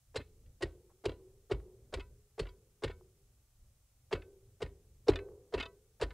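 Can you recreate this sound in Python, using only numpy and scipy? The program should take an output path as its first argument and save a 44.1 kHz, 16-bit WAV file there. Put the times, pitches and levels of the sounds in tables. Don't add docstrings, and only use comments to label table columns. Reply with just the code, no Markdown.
import sys
import numpy as np
from scipy import signal
from scipy.fft import rfft, irfft, next_fast_len
from scipy.io import wavfile

SR = 44100
rng = np.random.default_rng(int(sys.argv[2]) if len(sys.argv) > 2 else 0)


def bounce(signal):
    frames = np.transpose(np.atleast_2d(signal))
    limited = np.clip(frames, -1, 1)
    pcm = np.round(limited * 32767).astype(np.int16)
    wavfile.write(sys.argv[1], SR, pcm)


N = 270333
TIME = np.arange(N) / SR


def from_db(db):
    return 10 ** (np.asarray(db) / 20)


def rms_one(x):
    return x / np.sqrt(np.mean(x ** 2) + 1e-20)


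def at_hz(points, hz):
    known_hz, values = np.transpose(points)
    return np.interp(np.log(np.maximum(hz, 1)), np.log(known_hz), values)


def add(track, s, sound):
    start = max(round(s * SR), 0)
    track[start:start + len(sound)] += sound[:max(N - start, 0)]


def colour(x, spectrum, size=4096):
    gain = from_db(at_hz(spectrum, np.fft.rfftfreq(size, 1 / SR)))
    cepstrum = irfft(np.log(rms_one(gain)))
    cepstrum[1:size // 2] *= 2
    cepstrum[size // 2 + 1:] = 0
    response = irfft(np.exp(rfft(cepstrum)))
    return signal.oaconvolve(x, response)[:len(x)]


def band(x, low_hz, high_hz):
    return signal.sosfilt(signal.butter(2, [low_hz, high_hz], "band", fs=SR, output="sos"), x)


def ring(force, hz, t60):
    decay, step = from_db(-60 / (t60 * SR)), 2 * np.pi * hz / SR
    feedback = [1, -2 * decay * np.cos(step), decay ** 2]
    return signal.lfilter([.5, 0, -.5], feedback, force + 1e-18)


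def glide_phase(pitch_hz, centre):
    phase = 2 * np.pi * np.cumsum(pitch_hz) / SR
    return phase - phase[min(round(centre), len(phase) - 1)]


def fracture(length, rise, fade, grain_db, size=8192):
    t = TIME[:size]
    envelope = np.minimum(t / rise, 1) * np.exp(-np.maximum(t - length, 0) / fade)
    noise = rng.standard_normal(size)
    crack_sizes = from_db(grain_db * np.clip(rng.standard_normal(size // 16), -2, 2)).repeat(16)
    return rms_one(noise * crack_sizes * envelope) * np.sqrt(np.mean(envelope ** 2))


# f/Hz, level/dB
WIND_TONE = [(12, -37), (20, -8.5), (61, -7), (101, -15), (118, -10.5), (162, -28.5), (241, -31),
             (439, -39.5), (600, -33.5), (780, -82.5), (1320, -120)]


def wind(level_db=-67.5, gust_db=5.0, count=50):
    gusts = np.interp(TIME, np.linspace(0, TIME[-1], count), rng.standard_normal(count))
    return from_db(level_db + gust_db * gusts) * rms_one(colour(rng.standard_normal(N), WIND_TONE))


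# f/Hz, level/dB
HISS_TONE = [(290, -52.5), (500, -12), (769, -2), (954, -9), (1180, -5.5), (1670, -9), (1900, -8.5),
             (4770, -7.5), (5590, -4.5), (7780, -3.5), (15500, -8.5)]
# f/Hz, likeness (1 = the same)
HISS_ALIKE = [(500, 0.83), (2000, 0.51), (5000, 0.11), (9000, 0.21), (14000, .05)]


def hiss(level_db=-76):
    size = next_fast_len(N, real=True)
    hz = np.fft.rfftfreq(size, 1 / SR)
    alike = np.clip(at_hz(HISS_ALIKE, hz), 0, 1)
    mid, side = rfft(rng.standard_normal((2, size))) * from_db(at_hz(HISS_TONE, hz))
    both = np.sqrt(1 + alike) * mid + np.sqrt(1 - alike) * side * np.array([[1], [-1]])
    return from_db(level_db) * rms_one(irfft(both, size)[:, :N])


# t/s, crushing time/s, crunch/dB,
# treble boost/dB, ring of the stuck bar/Hz, ice note delay/s, ice note f/Hz, ice note/dB, thump/dB
CHOPS = [(0.158, 0.014, -41, 7, 4074, .007, 457, -45.5, -38),
         (0.622, 0.011, -39.5, 5.5, 1880, .014, 376, -38, -35.5),
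         (1.054, 0.0077, -39, 2.5, 2820, 0.011, 396, -35, -38),
         (1.512, 0.014, -42, -3.5, 1437, 0.0062, 398, -33.5, -30),
         (1.939, .0055, -38, 3.5, 2385, 0.0027, 422.6, -45.5, -39),
         (2.393, 0.0078, -41.5, 8, 4390, 0.0099, 414, -41, -34.5),
         (2.836, 0.013, -38.5, 0, 2134, 0.0066, 390.4, -39.5, -34.5),
         (4.125, 0.01, -35, -19, 1338, .010, 404.4, -35, -37),
         (4.618, 0.013, -42, -1.5, 1870, 0.00998, 436.3, -41.5, -36),
         (5.083, 0.017, -39.5, 1.5, 4000, 0.0095, 420.8, -23, -30),
         (5.538, 0.016, -41.5, -12, 940, .007, 426, -36.5, -36.5),
         (6.013, 0.024, -38.5, -0.5, 1795, 0.014, 466.5, -35, -33)]
# f/Hz, level/dB
FORERUNNER_TONE = [(200, -8), (400, 14), (650, 9.5), (1000, -0.5), (1500, -3), (2600, -14.5), (4700, -18.5),
                   (6500, -22.5), (10000, -34), (16000, -48)]


def forerunners(lead_s=.016, level_db=-6):
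    force = np.zeros(N)
    for s, _, db, *_ in CHOPS:
        cracks = fracture(lead_s, rise=0.0059, fade=0.001, grain_db=2.0)
        add(force, s - lead_s, from_db(db + level_db) * cracks)
    return colour(force, FORERUNNER_TONE)


# f/Hz, level/dB
CHIRP_TONE = [(70, -36), (120, -12), (195, -22), (290, -12.5), (400, -5.5), (600, 9.5), (800, 3),
              (1300, -8), (3000, -42.5)]


def chirps(travel_s=0.023, level_db=-9, size=4096):
    out, flight = np.zeros(N), TIME[1:size]
    fade = signal.windows.tukey(len(flight), .2)
    for s, *_, lag, hz, db, _ in CHOPS:
        pitch = np.minimum(hz * (travel_s / flight) ** 2, SR / 4)
        chirp = fade * from_db(at_hz(CHIRP_TONE, pitch)) * np.sin(glide_phase(pitch, travel_s * SR))
        add(out, s + lag - travel_s, from_db(db + level_db) * chirp)
    return out


# f/Hz, level/dB
ICE_TONE = [(190, -26), (280, -9), (345, -9.5), (405, -5), (470, -11.5), (540, -11.5), (640, -22.5),
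            (1200, -31), (4000, -68)]


def ice_note(width_s=0.0048, glide_s=0.071, lead_s=.023, late_fade_s=0.04,
             early_db=-22, rough_db=-17, late_db=-19, level_db=10.0, size=8192):
    out, age = np.zeros(N), TIME[:size]
    t = age - lead_s
    swell = np.exp(-np.abs(t / width_s) ** 3 / 2)
    early = from_db(early_db) * np.sin(np.pi * np.minimum(age / lead_s, 1)) ** 2
    late = from_db(late_db) * np.clip(t / width_s, 0, 1) * np.exp(-np.abs(t) / late_fade_s)
    for s, *_, lag, hz, db, _ in CHOPS:
        pitch = hz * np.exp(-np.clip(t, -2 * width_s, 2 * width_s) / glide_s)
        note = (swell + early) * np.sin(glide_phase(pitch, lead_s * SR))
        noise = rms_one(colour(rng.standard_normal(size), ICE_TONE))
        scattered = (from_db(rough_db) * swell + late) * noise
        add(out, s + lag - lead_s, from_db(db + level_db) * (note + scattered))
    return out


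# f/Hz, level/dB
CRUNCH_TONE = [(200, -2.5), (500, 15), (720, 2.5), (1100, 2.5), (1500, 0.5), (2700, 0.5), (4700, -3),
               (6000, -16), (7700, -13.5), (10000, -22), (12500, -44.5), (16000, -48.5)]


def crunches(level_db=2, crumbs_db=-24, bar_db=-45, stuck_db=-30, bright_hz=5500):
    force, stuck = np.zeros((2, N))
    treble = signal.butter(1, bright_hz, "high", fs=SR)
    for s, length, db, bright_db, ring_hz, *_ in CHOPS:
        crush = fracture(length * 0.98, rise=0.0025, fade=0.0059, grain_db=3.5)
        crumbs = from_db(crumbs_db) * fracture(length, rise=0.014, fade=0.044, grain_db=5.5)
        bite = from_db(db + level_db) * (crush + crumbs)
        add(force, s - .001, bite + (from_db(bright_db) - 1) * signal.lfilter(*treble, bite))
        add(stuck, s, from_db(stuck_db) * ring(bite, ring_hz, t60=.05))
    return colour(force, CRUNCH_TONE) + from_db(bar_db) * bar(force, damping=1.1) + stuck


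# f/Hz, level/dB, ring time at a damping of 1/s
BAR_NOTES = [(663.5, -5.5, 0.18), (988, 1, 0.16), (1120, -16.5, 0.21), (1298, 0.5, 0.094),
             (1436, -4.5, 0.14), (1530, -7.5, 0.26), (1798, -3, 0.097), (1967, -7, 0.16),
             (2080, -3.5, 0.052), (2230, -4.5, 0.14), (2585, -1, 0.11), (2986, -4.5, 0.055),
             (3110, -9.5, 0.13), (3410, -4.5, 0.042), (3570, -4.5, .085), (4050, -12.5, 0.17),
             (4760, -6.5, .06), (7700, -19, .05)]


def bar(force, damping=0.96):
    return sum((-1) ** k * from_db(db) * ring(force, hz, t60 / damping)
               for k, (hz, db, t60) in enumerate(BAR_NOTES))


# f/Hz, level/dB
SHORE_TONE = [(150, -34), (280, -20), (345, -1), (430, 0), (520, -4), (630, -19), (1100, -28), (1600, -44),
              (5000, -70)]


def shore_echoes(arrival_s=0.14, t60=0.88, level_db=-24, wash_db=-2, hum_db=1,
                 hum_width_hz=16, start_ratio=0.9, rise_hz_per_s=110):
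    out, age = np.zeros(N), TIME[:SR]
    envelope = np.minimum(age / arrival_s, 1) * from_db(-60 * np.maximum(age - arrival_s, 0) / t60)
    narrow = signal.butter(2, hum_width_hz, fs=SR, output="sos")
    for s, *_, hz, db, _ in CHOPS:
        wash = rms_one(envelope * colour(rng.standard_normal(SR), SHORE_TONE))
        waver = signal.sosfilt(narrow, rng.standard_normal((2, SR)))
        phase = glide_phase(start_ratio * hz + rise_hz_per_s * age, 0)
        hum = rms_one(envelope * (waver[0] * np.cos(phase) + waver[1] * np.sin(phase)))
        echo = from_db(wash_db) * wash + from_db(hum_db) * hum
        add(out, s, from_db(db + level_db) * envelope.std() * echo)
    return out


def sheet_rumble(level_db=-25, t60=1.5, low_hz=35, high_hz=130):
    power = np.zeros(N)
    for s, *_, db in CHOPS:
        add(power, s, from_db(db + level_db - 60 * TIME / t60) ** 2)
    return np.sqrt(power) * rms_one(band(rng.standard_normal(N), low_hz, high_hz))


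# f/Hz, level/dB, ring time/s
THUMP_NOTES = [(48.1, -3, 0.23), (79.1, -8, 0.31), (116.9, -4, 0.14), (146, -7, 0.12)]


def thumps(level_db=6.5, delay_s=0.0027, spread_s=0.014, slow_hz=80, top_hz=170,
           detune=0.054, uneven_db=3.0):
    out, t = np.zeros(N), TIME[:SR // 2]
    for s, *_, db in CHOPS:
        chance = rng.standard_normal((len(THUMP_NOTES), 2))
        for (hz, note_db, t60), (off_pitch, strength) in zip(THUMP_NOTES, chance):
            wave = np.sin(2 * np.pi * hz * (1 + detune * off_pitch) * t) * from_db(-60 * t / t60)
            swell = 1 - np.exp(-(t * hz / slow_hz / spread_s) ** 2)
            gain = from_db(db + note_db + level_db + uneven_db * strength)
            add(out, s + delay_s * (slow_hz / hz) ** 2, gain * swell * wave)
    return signal.sosfilt(signal.butter(2, top_hz, fs=SR, output="sos"), out)


def rattles(count=4, after_s=.028, gap_s=0.019, uneven=.25, touch_s=0.004,
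            first_db=-17, loss_db=10, ice_db=13.5, clink_hz=1906, octaves=.3):
    rows = []
    for s, _, db, *_ in CHOPS:
        for k, (slip, tone) in enumerate(rng.uniform(-1, 1, (count, 2))):
            start = s + after_s + gap_s * (k + uneven * slip)
            touch_db = db + first_db - loss_db * k
            rows.append((start, touch_s, touch_db, clink_hz * 2 ** (octaves * tone), touch_db + ice_db))
    return rows


# t/s, length/s, level/dB, clink f/Hz, ice note/dB
BLADE_TOUCHES = [(0.2, 0.017, -55, 2090, -43.5), (0.461, 0.0021, -68.5, 2300, -86),
                 (1.093, 0.0013, -42.5, 2700, -36), (1.117, 0.0023, -54, 2700, -44.5),
                 (1.598, .0033, -66.5, 1300, -75), (1.982, 0.0028, -62, 1800, -38),
                 (1.996, .012, -47.5, 2500, -53), (2.428, 0.0075, -57, 2200, -44.5),
                 (2.454, 0.0025, -53.5, 1680, -50.5), (2.467, 0.0047, -52.5, 2300, -57),
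                 (2.486, 0.0043, -56, 3900, -62), (2.876, 0.0074, -47, 1860, -65),
                 (2.897, 0.019, -54, 1800, -40), (4.151, 0.012, -50.5, 1420, -40.5),
                 (4.219, 0.004, -56, 2030, -67), (4.661, 0.0032, -54, 2110, -46.5),
                 (5.082, 0.00071, -26.5, 4430, -43), (5.119, 0.0017, -44, 1650, -51),
                 (5.134, 0.0039, -43, 2080, -67), (5.157, .0021, -33, 2926, -78),
                 (5.189, 0.0011, -43.5, 1990, -62), (5.577, 0.015, -42, 2200, -37),
                 (5.599, 0.012, -34.5, 2500, -39), (5.626, 0.0081, -39, 3000, -46),
                 (5.654, .0074, -45.5, 3040, -49.5), (6.105, 0.0056, -51, 1750, -79)]
# f/Hz, level/dB
SCRAPE_TONE = [(200, -3.5), (450, -2.5), (800, 1), (1500, 7), (3200, -3.5), (4900, -5.5), (6000, -21.5),
               (8000, -25), (11000, -40), (16000, -54)]


def knocks(scrape_db=-6, clink_db=-5, clink_ratio=1.18, clink_t60=0.032,
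           bar_db=-39, note_db=-3, top_hz=7000):
    force, clinks, sheet = np.zeros((3, N))
    for s, length, db, hz, ice_db in BLADE_TOUCHES + rattles():
        touch = from_db(db) * fracture(length, rise=0.00083, fade=0.0036, grain_db=-1.5)
        push = from_db(ice_db) * fracture(0.0073, rise=0.00021, fade=0.0012, grain_db=2.5)
        chip = sum(rms_one(ring(touch, hz * clink_ratio ** k, clink_t60)) for k in (-1, 0, 1))
        add(force, s, touch)
        add(clinks, s, touch.std() * rms_one(chip))
        add(sheet, s, push.std() * rms_one(colour(push, ICE_TONE)))
    scrapes = from_db(scrape_db) * colour(force, SCRAPE_TONE)
    contact = scrapes + from_db(clink_db) * clinks + from_db(bar_db) * bar(force)
    soften = signal.butter(2, top_hz, fs=SR, output="sos")
    return signal.sosfilt(soften, contact) + from_db(note_db) * sheet


# t/s, length/s, level/dB
TICKS_AND_ECHOES = [(0.894, .03, -61.5), (3.01, .001, -52), (5.287, 0.0012, -50), (5.319, 0.0012, -55)]


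def ticks_and_echoes(level_db=2):
    force = np.zeros(N)
    for s, length, db in TICKS_AND_ECHOES:
        add(force, s, from_db(db + level_db) * fracture(length, rise=0.00053, fade=0.0016, grain_db=5.0))
    return band(force, low_hz=342, high_hz=1060)


def scene():
    chopping = forerunners() + crunches() + knocks() + ice_note() + chirps() + thumps()
    return chopping + shore_echoes() + sheet_rumble() + ticks_and_echoes() + wind() + hiss()


def record(dry):
    return signal.sosfilt(signal.ellip(12, .1, 70, 15700, fs=SR, output="sos"), dry)


dry = scene()
out = record(dry)
bounce(out)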